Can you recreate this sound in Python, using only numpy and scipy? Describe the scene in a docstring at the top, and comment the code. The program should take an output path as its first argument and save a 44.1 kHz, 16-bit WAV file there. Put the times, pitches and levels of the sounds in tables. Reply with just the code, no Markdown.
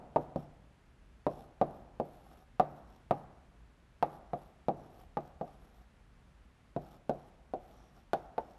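"""Chalk writes and draws on a large blackboard in a lecture hall.
Most strokes open with a dull knock: a short blow that rings the panel, echoes from its frame and fills the hall.
Then the stick slides with a faint hiss and squeak: noise from tiny slips, shaped by resonances.
Ventilation rumbles underneath: steady coloured noise with a low drone."""
import sys
import numpy as np
from scipy import signal
from scipy.fft import rfft, irfft
from scipy.io import wavfile

SR = 44100
rng = np.random.default_rng(int(sys.argv[2]) if len(sys.argv) > 2 else 0)


def to_wav(s):
    """Save 16-bit WAV."""
    ch = np.atleast_2d(s).T  # columns
    pcm = np.round(np.clip(ch, -1, 1) * 32767)  # PCM
    wavfile.write(sys.argv[1], SR, pcm.astype(np.int16))


N = 378378
# length of the response to one blow (samples), and its frequencies (Hz)
SIZE = 65536
HZ = np.fft.rfftfreq(SIZE, 1 / SR)


def amp(db):
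    """Turns decibels into a gain."""
    return 10 ** (np.asarray(db) / 20)


def evened(x):
    """Scales a sound to an average (rms) level of 1."""
    return x / np.sqrt(np.mean(x ** 2) + 1e-20)


def read(table, hz, order=1):
    """Reads one column of a table, joined by straight lines over log frequency."""
    columns = np.transpose(table)
    return np.interp(np.log(hz + 1), np.log(columns[0] + 1), columns[order])


def bell(hz, centre, width):
    """Resonance curve: 1 at its centre, one half at half the width to either side."""
    return 1 / (1 + (2 * (hz - centre) / width) ** 2)


def add(mix, s, sound):
    """Mixes a sound in at time s (seconds), which may lie before zero."""
    start = round(s * SR)
    sound = sound[max(-start, 0):]
    part = mix[max(start, 0):][:len(sound)]
    part += sound[:len(part)]


def causal(db):
    """Minimum-phase response with the given gains: it rings only after the blow."""
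    mirrored = np.r_[db, db[-2:0:-1]]
    log_gain = np.log(amp(mirrored))
    return np.exp(np.conj(signal.hilbert(log_gain)))[:len(db)]


def coloured(x, gain):
    """Filters x by gain(Hz), then scales it to rms 1."""
    hz = np.fft.rfftfreq(len(x), 1 / SR)
    return evened(irfft(rfft(x) * gain(hz), len(x)))


def waver(rate_hz):
    """Random up-and-down drift of rms 1; a higher rate drifts faster."""
    return coloured(rng.standard_normal(N), lambda hz: bell(hz, 0, 2 * rate_hz) ** 2)


def delay(s):
    """Response of a plain delay of s seconds."""
    return np.exp(-2j * np.pi * HZ * s)


def tail(table, rise_s):
    """Response of dense reflections that build up, then die at each band's own speed."""
    hz, t, z = signal.stft(rng.standard_normal(SIZE), SR, nperseg=512, noverlap=448)
    t60 = read(table, hz, order=2)[:, None]
    z = z * amp(-60 * t / t60)
    z /= np.linalg.norm(z, axis=1, keepdims=True)
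    x = signal.istft(z, nperseg=512, noverlap=448)[1][:SIZE]
    x *= 1 - np.exp(-np.arange(SIZE) / SR / rise_s)
    return rfft(x / np.linalg.norm(x)) * amp(read(table, HZ))


def air(drone_hz=55, drone_width_hz=10, drone_db=-70, wash_db=-61.5, swell_db=0.3):
    """Steady ventilation and microphone hiss as coloured noise, with a low duct resonance."""
    # colour of the noise; the overall level is wash_db: hz, level_db (per Hz, relative)
    air_colour = [(12, -42), (20, -19.5), (42, -1), (59, -4), (71, -3.5), (86, -13), (123, -10.5),
                  (175, -14), (242, -16), (309, -22), (642, -25.5), (1610, -29), (2770, -34.5), (5000, -43),
                  (8660, -47.5), (11800, -50), (12500, -61)]
    wash = coloured(rng.standard_normal(N), lambda hz: amp(read(air_colour, hz)))
    wash *= amp(swell_db * waver(12))
    drone = coloured(rng.standard_normal(N), lambda hz: bell(hz, drone_hz, drone_width_hz))
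    return amp(wash_db) * wash + amp(drone_db) * drone


def whistle(slips, centre_hz, width_hz, wander_hz):
    """A resonance whose pitch wanders as the grip, angle and place of the chalk change."""
    band = signal.hilbert(coloured(slips, lambda hz: bell(hz, centre_hz, width_hz)))
    shift_hz = wander_hz * waver(4.7)
    return (band * np.exp(2j * np.pi * np.cumsum(shift_hz) / SR)).real


def strokes(grain_db=3, uneven_db=1.5, ramp_s=0.045, lift_s=0.073, press_db=3, arch_db=2.0,
            catches_per_s=40, catch_db=13):
    """Tiny slips of the chalk excite the stick's two resonances and the panel under it."""
    # one row a stretch of sliding chalk; a long stroke may take several rows;
    # a slanted stick squeaks more and fizzes less: start_s, end_s, pressure_db, slant_db
    stretches = [(0.158, 0.24, 3.5, 1), (0.37, 0.438, 4, 2), (1.292, 1.45, 7.5, 0.5), (1.633, 1.81, -3, -3),
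                 (2.028, 2.304, -0.5, -4.5), (2.295, 2.432, 3.5, -1), (2.62, 2.828, -6, -3),
                 (2.86, 2.986, -3, 1), (3.12, 3.233, -2, -2), (4.042, 4.177, 1.5, -3), (4.33, 4.5, -1, -4),
                 (4.73, 4.897, -0.5, 0), (4.92, 5.048, 3, -3), (5.176, 5.31, -2, -1),
                 (5.407, 5.578, -3.5, -2), (5.6, 5.7, -2, -3), (5.72, 5.836, -2, -3),
                 (6.8, 6.958, 4.5, -0.5), (7.122, 7.306, -3.5, -1), (7.6, 7.757, -1.5, -3),
                 (7.737, 7.904, 0, 6), (7.915, 8.02, 0.5, 0), (8.143, 8.267, -1, 2), (8.387, 8.58, -3.5, 1)]
    # the panel under sliding chalk: hz, level_db (relative)
    rub_colour = [(60, -22), (200, 4.5), (500, -3), (700, 2), (810, 1.5), (950, -7.5), (1220, -3),
                  (1500, -11), (2100, -24), (3400, -16), (4800, -24.5), (9000, -29), (13000, -41.5)]
    # resonances of the chalk stick, and the panel's main ring: centre and width (Hz)
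    squeak_band, fizz_band, ring_band = (5490, 570), (11660, 1900), (795, 67)
    # levels at normal pressure and slant, before the shape of the stretch (dB)
    fizz_db, squeak_db, rub_db, ring_db = -84.5, -86, -65, -69.5
    # how much squeak and rub follow the pressure (dB per dB)
    squeak_growth, rub_growth = 0.6, 0.78

    t = np.arange(N) / SR
    fizz, squeak, rub, ring = np.zeros((4, N))
    for start, end, pressure, slant in stretches:
        # the touch is at half its height at the start and end times
        touch = np.clip(np.minimum((t - start) / ramp_s, (end - t) / lift_s) + 0.5, 0, 1)
        # the hand leans in along the stretch and moves fastest in its middle
        along = np.clip((t - start) / (end - start), 0, 1)
        lean_db = press_db * (along - 0.5)
        speed_db = arch_db * (np.sin(np.pi * along) - 1)
        touch *= amp(lean_db + speed_db)
        fizz += touch * amp(fizz_db + pressure - slant)
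        squeak += touch * amp(squeak_db + squeak_growth * pressure + slant)
        rub += touch * amp(rub_db + rub_growth * pressure)
        ring += touch * amp(ring_db + pressure)

    roughness_db = grain_db * waver(300) + uneven_db * waver(23)
    slips = evened(rng.standard_normal(N) * amp(roughness_db))
    # now and then the tip catches on a harder grain
    sizes = rng.uniform(-1, 1, N)
    catches = amp(catch_db) * sizes * (rng.random(N) < catches_per_s / SR)
    stick = fizz * whistle(slips, *fizz_band, wander_hz=293)
    stick += squeak * whistle(slips, *squeak_band, wander_hz=92)
    panel = rub * coloured(slips + catches, lambda hz: amp(read(rub_colour, hz)))
    panel += ring * whistle(slips, *ring_band, wander_hz=35.5)
    return stick + panel


def slow_modes():
    """Response of the whole panel's lingering modes: fading tones."""
    # t60 is the time to fade by 60 dB: hz, level_db (against the direct blow), t60_s
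    mode_table = [(146.8, -46.5, 0.45), (176.9, -56.5, 0.36), (340, -64.5, 0.47), (426, -58.5, 0.16),
                  (578, -51, 0.18), (682, -67.5, 0.13)]
    t = np.arange(SIZE) / SR
    total = np.zeros(SIZE)
    for hz, db, t60 in mode_table:
        fade = np.exp(-np.log(1000) * t / t60)
        total += amp(db) * fade * np.cos(2 * np.pi * hz * t)
    return rfft(total)


def crumble(db=-1, fade_s=0.0065, above_hz=1700):
    """Chalk tip crushing in the first milliseconds of a blow: fading noise with its bass removed."""
    t = np.arange(SIZE) / SR
    grit = rng.standard_normal(SIZE) * np.exp(-t / fade_s)
    high_pass = 1j * HZ / (above_hz + 1j * HZ)
    return amp(db) * rfft(grit / np.linalg.norm(grit)) * high_pass


def panel_colour(force, hardness, bass, crack, bass_below_hz=160, bass_gone_hz=420):
    """Spectrum of one blow in dB: a hard contact lifts the treble, a yielding spot the bass."""
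    # a knock on the panel: hz, level_db (relative)
    panel_table = [(30, -5.5), (90, -1), (150, 6), (230, 12), (330, 14.5), (480, 14.5), (720, 19.5),
                   (860, 11.5), (1020, 3), (1400, -6), (2100, -14.5), (2700, -22.5), (4000, -22),
                   (7000, -35), (10000, -40)]
    # a harder contact is shorter and so brighter: hz, lift (dB per dB of hardness)
    hardness_table = [(420, 0), (800, 0.3648), (1300, 1.0644), (3000, 1.26), (8000, 1.08)]
    # the crack of the tip lies in the treble: hz, share (0 to 1)
    crack_table = [(2200, 0.23), (4500, 1)]
    # higher resonances that every knock excites: hz, width_hz, lift_db
    clack_table = [(1670, 310, 0.5), (2650, 450, 7), (3680, 470, 3.5), (11600, 2400, 8)]
    contact = hardness * read(hardness_table, HZ) + crack * read(crack_table, HZ)
    spot = read([(bass_below_hz, bass), (bass_gone_hz, 0)], HZ)
    clack = sum(db * bell(HZ, hz, width) for hz, width, db in clack_table)
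    return force + read(panel_table, HZ) + contact + spot + clack


def knocks(ring_q=7, echo_share=0.88, echo_top_hz=2500, wall_top_hz=3500, hall_ring_share=0.32, level_db=-6):
    """Each blow spreads through the panel, comes back from the frame, scatters, and fills the hall."""
    # one row a touch of the chalk; the spot that is hit sets the frame echo and the main ring:
    # time_s, force_db, hardness_db, bass_db, crack_db (of the tip), frame_echo_s, ring_hz
    touches = [(-0.17, 4.5, 2.5, 5.5, 1, 0.0031, 750), (0.161, 4, 1.5, 3, -6.5, 0.0038, 940),
               (0.3599, -8.5, -2, 12, 7.5, 0.0027, 643), (1.2667, 1, -1, 2.5, 0.5, 0.0026, 1053),
               (1.6141, 3.5, 2, 4.5, -3.5, 0.003, 722), (1.9997, -2, -2.5, 3, 0, 0.0032, 710),
               (2.5976, 1, 7.5, 4.5, -.5, .0032, 745), (3.1098, -1, 8, 7, -3.5, .0036, 795),
               (4.0265, -1.5, 9.5, 3, -2, 0.0035, 828), (4.3337, -6.5, 4.5, 5.5, -7.5, .0033, 723),
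               (4.6845, 1.5, -1, 3.5, 0, 0.0027, 782), (5.1707, -5, 7, 6, -7, 0.00295, 807),
               (5.412, -7, 0, 4.5, -6, .00291, 766), (5.478, -38, 14, 3, 8, 0.0039, 788),
               (6.7638, -5.5, -2, 7, 0.5, 0.0025, 688), (7.0952, -2.5, 0, 4, 5.5, 0.003, 660),
               (7.5367, -4.5, -4, -8, 1.5, .0024, 740), (8.1335, -4, 7.5, -0.5, 7, .00385, 784),
               (8.3805, -5, 4.5, -7, -3.5, 0.0031, 890)]
    # side rings of the panel, the same at every spot: hz, lift_db
    side_rings = [(365, 1), (530, 1.5)]
    # the upper ring rises as the hand moves down towards the frame: time_s, ring_hz
    upper_ring_path = [(5.5, 1192), (6.7, 1496)]
    # single reflections from floor and walls: delay_s, level_db
    wall_echoes = [(0.0167, -22), (.028, -26.5), (0.053, -31.5)]
    # bending waves scattered about the panel: hz, level_db (against the direct blow), t60_s
    scatter_table = [(100, 4.5, 0.098), (300, 1, 0.14), (650, 3.5, 0.09), (1350, -4.5, 0.07),
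                     (3000, -7.5, 0.12), (8000, -15, 0.073)]
    # reverberation of the hall: hz, level_db (against the direct blow), t60_s
    hall_table = [(100, -3, 1.5), (300, -12.5, 0.92), (685, -13, 0.88), (1380, -10.5, 1.2),
                  (3000, -21.5, 0.22), (8000, -14, 0.25)]
    # lift at ordinary hardness (dB), and its growth (dB per dB of hardness)
    main_ring_db, upper_ring_db, ring_growth = 4.5, 6.5, 0.31
    # a stiffer spot rings higher and more clearly: a middling ring, and the extra lift above it
    middle_ring_hz, ring_db_per_octave = 735, 13

    out, modes = np.zeros(N), slow_modes()
    walls = sum(amp(db) * delay(s) for s, db in wall_echoes) / (1 + 1j * HZ / wall_top_hz)
    for s, force, hardness, bass, crack, echo_s, ring_hz in touches:
        colour = panel_colour(force, hardness, bass, crack)
        # a harder blow brings out the spot's two rings
        harder_db = ring_growth * hardness
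        stiffer_db = ring_db_per_octave * np.log2(ring_hz / middle_ring_hz)
        main_ring = (ring_hz, main_ring_db + harder_db + stiffer_db)
        upper_ring = (np.interp(s, *np.transpose(upper_ring_path)), upper_ring_db + harder_db)
        all_rings = [*side_rings, main_ring, upper_ring]
        rings = sum(db * bell(HZ, hz, hz / ring_q) for hz, db in all_rings)
        # the frame returns the wave upside down and duller
        frame = -echo_share * bell(HZ, 0, 2 * echo_top_hz) * delay(echo_s)
        scatter = tail(scatter_table, rise_s=0.00062) * delay(0.001945)
        near = causal(colour + rings) * (1 + crumble() + frame + modes + scatter)
        # the hall gathers sound from the whole panel, so single resonances stand out less
        hall = causal(colour + hall_ring_share * rings)
        hall = hall * tail(hall_table, rise_s=0.0097) * delay(0.018)
        add(out, s, irfft(near * (1 + walls) + hall))
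    return amp(level_db) * out


def scene():
    """Chalk and room summed at one microphone."""
    return (knocks() + strokes() + air())[None]


def record(dry, edge_hz=13050):
    """The recorder's band limit: a low-pass filter removes the highest treble."""
    low_pass = signal.firwin(255, edge_hz, window=("kaiser", 7), fs=SR)
    return signal.oaconvolve(dry, low_pass[None], "same")


dry = scene()
out = record(dry)
to_wav(out)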